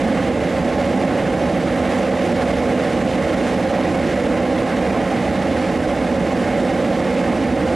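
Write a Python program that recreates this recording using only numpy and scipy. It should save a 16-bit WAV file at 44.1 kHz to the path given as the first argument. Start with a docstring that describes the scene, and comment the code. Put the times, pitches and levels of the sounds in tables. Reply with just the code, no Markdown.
"""Industrial burner in an open yard

A long horizontal flame burns a few metres away. Turbulent combustion excites the resonances of the
burner tube and its housing, which roar with a low rumble, a throbbing drone and a hollow howl.
The jet hisses in gusts above them, the blower adds a faint whine and a fast limiter shaves the peaks."""
import sys
import numpy as np
from scipy import signal
from scipy.fft import rfft, irfft
from scipy.io import wavfile
from scipy.ndimage import uniform_filter1d

SR = 44100
rng = np.random.default_rng(int(sys.argv[2]) if len(sys.argv) > 2 else 0)


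def output_pcm(signal):
    """Save a mono or channel-first signal as 16-bit PCM at the path in sys.argv[1].

    Samples are clipped to [-1, 1] before scaling.
    """
    pcm = np.clip(np.atleast_2d(signal).T, -1, 1) * 32767
    wavfile.write(sys.argv[1], SR, np.round(pcm).astype(np.int16))


N = 341775
TIME = np.arange(N) / SR
FRAME, HOP = 512, 128  # samples

# Spectrum of the jet's hiss: frequency_hz, relative_level_db
JET_SPECTRUM = [(500, -34), (920, -4), (1250, 0), (1430, -1), (1600, -0.5), (2170, 0.25), (2280, -4.5),
                (2750, -6), (3300, -10), (4400, -15), (7500, -20.5), (9800, -24.1), (11900, -31.5),
                (13000, -41)]
# Coherence of the hiss between left and right: frequency_hz, coherence (0 to 1)
JET_COHERENCE = [(100, 1.0), (3500, 0.99), (5000, 0.94), (8000, 0.78), (12000, 0.67)]
# Gusts of the jet's lower rasp and high hiss: time_s, rasp_gain_db, hiss_gain_db
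JET_GUSTS = [(0.0, 0, 0.0), (0.28, 0.1, -0.2), (0.33, -2.0, -3), (0.45, 0.2, 0), (0.7, -1.1, -1.0),
             (0.8, -0.5, 0.5), (0.97, -0.8, -0.5), (1.12, 0.7, 0.5), (1.57, -1.1, -1.0), (1.98, 2.6, 2),
             (2.12, -1.1, -1), (2.25, 0.9, 2.2), (2.35, -0.8, 0), (2.42, 1.6, 1.4), (2.8, -0.4, 0.2),
             (2.88, 1.3, 2.2), (3.02, -0.2, 0.3), (3.12, 0.4, 1.1), (3.2, 1, 0), (3.27, -1, 0.5),
             (3.35, 2.5, 1.3), (3.42, -1.1, -0.5), (3.48, 1.6, 2.5), (3.6, -0.6, 0), (4.03, 0.5, 0.5),
             (4.08, 0.7, 1), (4.28, 0.5, -0.8), (4.38, 0.2, -0.6), (4.42, -2.2, -1.6), (4.6, 0.5, 0.3),
             (4.95, 0.0, -0.8), (5.22, 0.3, 0), (5.55, -0.5, -0.8), (5.62, 1.5, 1), (5.83, -1.7, -0.8),
             (6.08, -0.3, -0.4), (6.15, -1.7, -1.7), (6.45, 0.8, 0.5), (6.88, -1.5, -0.2), (7.22, 0.6, 0.2),
             (7.33, -1.8, -1), (7.45, 0, -1.3), (7.53, -1.8, -1.8), (7.75, -1, 0.3)]
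# Narrow resonances of the nozzle: centre_hz, width_hz, boost_db
NOZZLE_MODES = [(1590, 62, 1), (2180, 36, 2.5), (3660, 80, 1.5)]
# Resonances of the burner tube and housing: centre_hz, width_hz, relative_level_db
BURNER_MODES = [(77, 32.3, -8.5), (125.3, 21.5, -11.5), (154.5, 10, -9), (187.3, 30, -1.5), (213, 28, -9),
                (241, 24, -1.5), (256.7, 23, -0.5), (276, 19, -8), (296, 17, -7), (314.5, 39.5, -4),
                (355.4, 27, -8), (444, 40.5, -8.5), (485, 47, -7.5), (533.4, 53.5, -2.05), (579, 49, -5),
                (653, 87, -11.5), (729, 56, -10.5), (782, 58, -10.5), (845.5, 67, -14), (1054, 100, -19)]
# Continuous spectrum between those resonances: frequency_hz, relative_level_db
ROAR_CONTINUUM = [(10, -42), (22, -40), (50, -21), (130, -18), (390, -18.5), (850, -26), (1000, -33),
                  (2000, -72)]
# Rumble of the billowing flame: time_s, gain_db
RUMBLE_SWELL = [(0.0, -3.5), (0.12, 0.5), (0.9, 1), (0.97, -4), (1.5, 1.5), (1.6, -5.5), (1.73, 3.5),
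                (2.12, -3.5), (2.33, 0.2), (2.62, 3.7), (2.7, -2.9), (3.35, 2), (3.45, -3.5), (3.62, 1.9),
                (3.75, -5), (3.88, 1.5), (4.8, -3), (4.92, 2.5), (5.15, -5.5), (5.28, 1), (6.55, -0.3),
                (6.65, -3.1), (7.03, -1.5), (7.1, -3), (7.75, 2.5)]
# Throb of the deep drone: time_s, gain_db
DRONE_THROB = [(0.0, -1.3), (0.07, 2.6), (0.55, -4), (0.62, 2), (0.82, -1.5), (1.0, 2.6), (1.35, -3),
               (1.43, 0.8), (1.5, -2.7), (1.9, 2.3), (2.08, -3.3), (2.15, 0), (2.77, 1.6), (2.85, -2.9),
               (2.98, 1.2), (3.17, 1), (3.25, -8), (3.35, 1), (3.95, -2), (4.03, 0.5), (4.17, -3),
               (4.28, 4), (4.33, -0.8), (4.8, 1.0), (4.85, -3.5), (5.0, 0.7), (5.08, -5.6), (5.15, 1),
               (5.38, -3.4), (5.58, 2.5), (5.65, -4), (5.7, -0.3), (5.95, -2.5), (6.17, 3.6), (6.28, -5),
               (6.38, 3.5), (6.45, -4), (6.5, 0.0), (7.17, -0.7), (7.5, 3.0), (7.65, -4), (7.75, 0.6)]
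# Swell of the howl, about an octave above the drone: time_s, gain_db
HOWL_SWELL = [(0.0, -1.5), (0.75, -0.8), (0.82, 3), (0.97, -4), (1.05, 1), (1.52, -0.3), (1.6, -3),
              (1.77, 0.8), (1.85, -2.5), (2.0, 1.6), (2.58, 0), (2.67, 1), (3.12, -0.6), (3.27, 1.7),
              (3.48, -2.5), (3.75, 2), (3.92, -2.5), (4.0, 2.5), (4.08, -3.5), (4.15, 1.7), (4.65, -0.1),
              (4.72, -4), (4.83, 1), (4.97, -3), (5.05, -1.5), (5.22, -5), (5.3, -1), (5.4, -3.5),
              (5.53, 0.3), (5.78, -3.5), (5.92, 0.5), (6.03, -3), (6.17, 0), (6.5, -2.5), (6.6, 1.5),
              (7.03, -0.5), (7.2, 2.0), (7.38, -5), (7.65, 1), (7.75, -0.5)]
# Slow swell of the rest of the roar: time_s, deep_gain_db, upper_gain_db
ROAR_SWELL = [(0.0, 0.1, -0.1), (0.7, -1.1, -0.5), (0.82, -1.3, 1.8), (1.02, 2.1, -0.2), (1.38, -0.3, 0.3),
              (1.5, 1.2, -1), (1.88, -1, 0.8), (2.33, 0.7, 0.1), (2.55, -1.5, 2), (3.02, 1.0, -0.1),
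              (3.73, -0.8, 0.3), (3.83, 2, 1), (4.22, -0.5, -2.2), (4.35, 0.3, 0.2), (4.72, -0.8, 0),
              (4.95, -0.4, 2), (5.4, 0, -1), (6.12, -1.9, -0.5), (6.22, 0, -1.2), (6.33, 0.2, 0.6),
              (7.55, -0.4, -1.1), (7.75, 1, 1)]
# Level difference between the channels: frequency_hz, left_minus_right_db
STEREO_BALANCE = [(30, -4.8), (80, -3.5), (110, -3.0), (250, -3.0), (330, -3.5), (430, -3.5), (570, -3.0),
                  (760, -3.5), (1010, -2.5), (1340, -1.5), (1780, -2.5), (2360, -3.5), (3130, -3.0),
                  (4150, -2.0), (5500, -1.5), (7290, -2.0), (9670, -1.5), (12800, 0.5)]


def gain_of(db):
    """Amplitude grows tenfold for every 20 decibels."""
    return 10 ** (np.asarray(db) / 20)


def unit_rms(x):
    """Normalisation to a mean power of 1."""
    return x / np.sqrt(np.mean(x ** 2) + 1e-20)


def at_frequency(table, hz):
    """Interpolation of a spectrum on a logarithmic frequency axis."""
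    table_hz, values = np.transpose(table)
    return np.interp(np.log(hz + 1), np.log(table_hz + 1), values)


def at_time(table, t, column=1):
    """Linear interpolation of an envelope in time."""
    table = np.asarray(table)
    return np.interp(t, table[:, 0], table[:, column])


def wander(t, slow_hz, fast_hz):
    """Superposed sinusoids of random phase give a smooth fluctuation of rms 1."""
    rates = np.geomspace(slow_hz, fast_hz, num=40)
    return unit_rms(sum(np.sin(2 * np.pi * (f * t + rng.random())) / np.sqrt(f) for f in rates))


def blower_whine(blade_hz=4636, drift_hz=1.7, mean_db=-64, waver_db=3.0):
    """Periodic blade passage makes a thin tone, which wavers in the hot air."""
    t = TIME[::HOP]
    pitch_hz = np.interp(TIME, t, blade_hz + drift_hz * wander(t, 0.4, 15))
    level_db = np.interp(TIME, t, mean_db + waver_db * wander(t, 0.75, 12))
    return gain_of(level_db) * np.sqrt(2) * np.sin(2 * np.pi * np.cumsum(pitch_hz) / SR)


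def nozzle_resonance(hiss):
    """Resonance lifts the hiss near the natural frequencies of the nozzle."""
    hz = np.fft.rfftfreq(N, 1 / SR)
    boost_db = sum(db * np.exp(-((hz - centre_hz) / width_hz) ** 2)
                   for centre_hz, width_hz, db in NOZZLE_MODES)
    return irfft(rfft(hiss) * gain_of(boost_db), N)


def jet_hiss(level_db=-30.5, flutter_db=0.48, eddy_db=0.55):
    """Turbulence radiates broadband noise; eddies make it flutter and briefly brighten patches of it."""
    hz = np.fft.rfftfreq(FRAME, 1 / SR)
    t = np.arange(N // HOP + 6) * HOP / SR
    real, imag, other_real, other_imag, eddies = rng.standard_normal((len(t), len(hz), 5)).T
    eddies = uniform_filter1d(eddies, size=24, axis=0)  # extent in frequency
    eddies = unit_rms(uniform_filter1d(eddies, size=14, axis=1))  # extent in time
    # The shortest waves reach the two channels less alike.
    coherence = at_frequency(JET_COHERENCE, hz)[:, None]
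    left = real + 1j * imag
    right = coherence * left + np.sqrt(1 - coherence ** 2) * (other_real + 1j * other_imag)
    high_share = at_frequency([(2200, 0), (3200, 1)], hz)[:, None]  # from rasp to high hiss
    gust_db = (1 - high_share) * at_time(JET_GUSTS, t) + high_share * at_time(JET_GUSTS, t, column=2)
    shape_db = at_frequency(JET_SPECTRUM, hz)[:, None] + gust_db
    turbulence_db = eddy_db * eddies + flutter_db * wander(t, 12, 40)
    spectra = np.array([left, right]) * gain_of(shape_db + turbulence_db)
    _, hiss = signal.istft(spectra, nperseg=FRAME, noverlap=FRAME - HOP)
    return gain_of(level_db) * unit_rms(nozzle_resonance(hiss[:, :N]))


def surging_band(spectrum, swell_db, steady_s, surge_db):
    """Amplitude modulation: a steadied noise band follows its swell, and turbulence adds random surges."""
    band = irfft(spectrum, N)
    noise = unit_rms(band)
    window = int(steady_s * SR)
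    local_power = uniform_filter1d(uniform_filter1d(noise ** 2, window), window)
    steady = noise / np.sqrt(local_power + 1e-12)
    t = TIME[::HOP]
    surges = np.interp(TIME, t, wander(t, slow_hz=2.2, fast_hz=6.0))
    return band.std() * steady * gain_of(swell_db + surge_db * surges)


def combustion_roar(level_db=-18, split_hz=392):
    """Random heat release drives the burner's resonances; five bands of the roar swell separately."""
    hz = np.fft.rfftfreq(N, 1 / SR)
    power = gain_of(at_frequency(ROAR_CONTINUUM, hz)) ** 2
    for centre_hz, width_hz, db in BURNER_MODES:
        power += gain_of(db) ** 2 / (1 + ((hz - centre_hz) / width_hz) ** 2) ** 4
    pressure = rfft(rng.standard_normal(N)) * np.sqrt(power)
    in_rumble = hz < 105
    in_drone = (hz > 215) & (hz < 290)
    in_howl = (hz > 480) & (hz < 610)
    rumble = surging_band(pressure * in_rumble, at_time(RUMBLE_SWELL, TIME), steady_s=0.17, surge_db=0.26)
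    drone = surging_band(pressure * in_drone, at_time(DRONE_THROB, TIME), steady_s=0.099, surge_db=0.5)
    howl = surging_band(pressure * in_howl, at_time(HOWL_SWELL, TIME), steady_s=0.07, surge_db=0.2)
    # The rest divides at the trough between the deep and the upper resonances.
    rest = pressure * ~(in_rumble | in_drone | in_howl)
    deep_db, upper_db = at_time(ROAR_SWELL, TIME), at_time(ROAR_SWELL, TIME, column=2)
    deep = surging_band(rest * (hz < split_hz), deep_db, steady_s=0.15, surge_db=0.6)
    upper = surging_band(rest * (hz >= split_hz), upper_db, steady_s=0.14, surge_db=0.57)
    return gain_of(level_db) * unit_rms(rumble + drone + howl + deep + upper)


def scene():
    """Roar, hiss and whine superpose; a level difference places them together a little to the right."""
    burner = combustion_roar() + jet_hiss() + blower_whine()
    balance_db = at_frequency(STEREO_BALANCE, np.fft.rfftfreq(N, 1 / SR))
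    channel_gains = gain_of(np.array([balance_db, -balance_db]) / 2)
    return irfft(rfft(burner) * channel_gains / channel_gains.mean(0), N)


def limiter(x, ceiling_db, release_db_per_s):
    """Peak limiting: the gain falls quickly on a peak and recovers within milliseconds."""
    peak_db = 20 * np.log10(abs(x).max(0) + 1e-9)
    excess_db = np.maximum(peak_db - ceiling_db, 0)
    recovery_db = TIME * release_db_per_s
    reduction_db = np.maximum.accumulate(excess_db + recovery_db) - recovery_db
    return x * gain_of(-uniform_filter1d(reduction_db, size=40))


def record(dry):
    """Limiting shaves the peaks, then low-pass filtering removes the highest treble."""
    limited = limiter(dry, ceiling_db=-9.6, release_db_per_s=260)
    low_pass = signal.firwin(511, cutoff=13200, window=("kaiser", 9), fs=SR)
    return signal.oaconvolve(limited, low_pass[None], "same")


dry = scene()
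out = record(dry)
output_pcm(out)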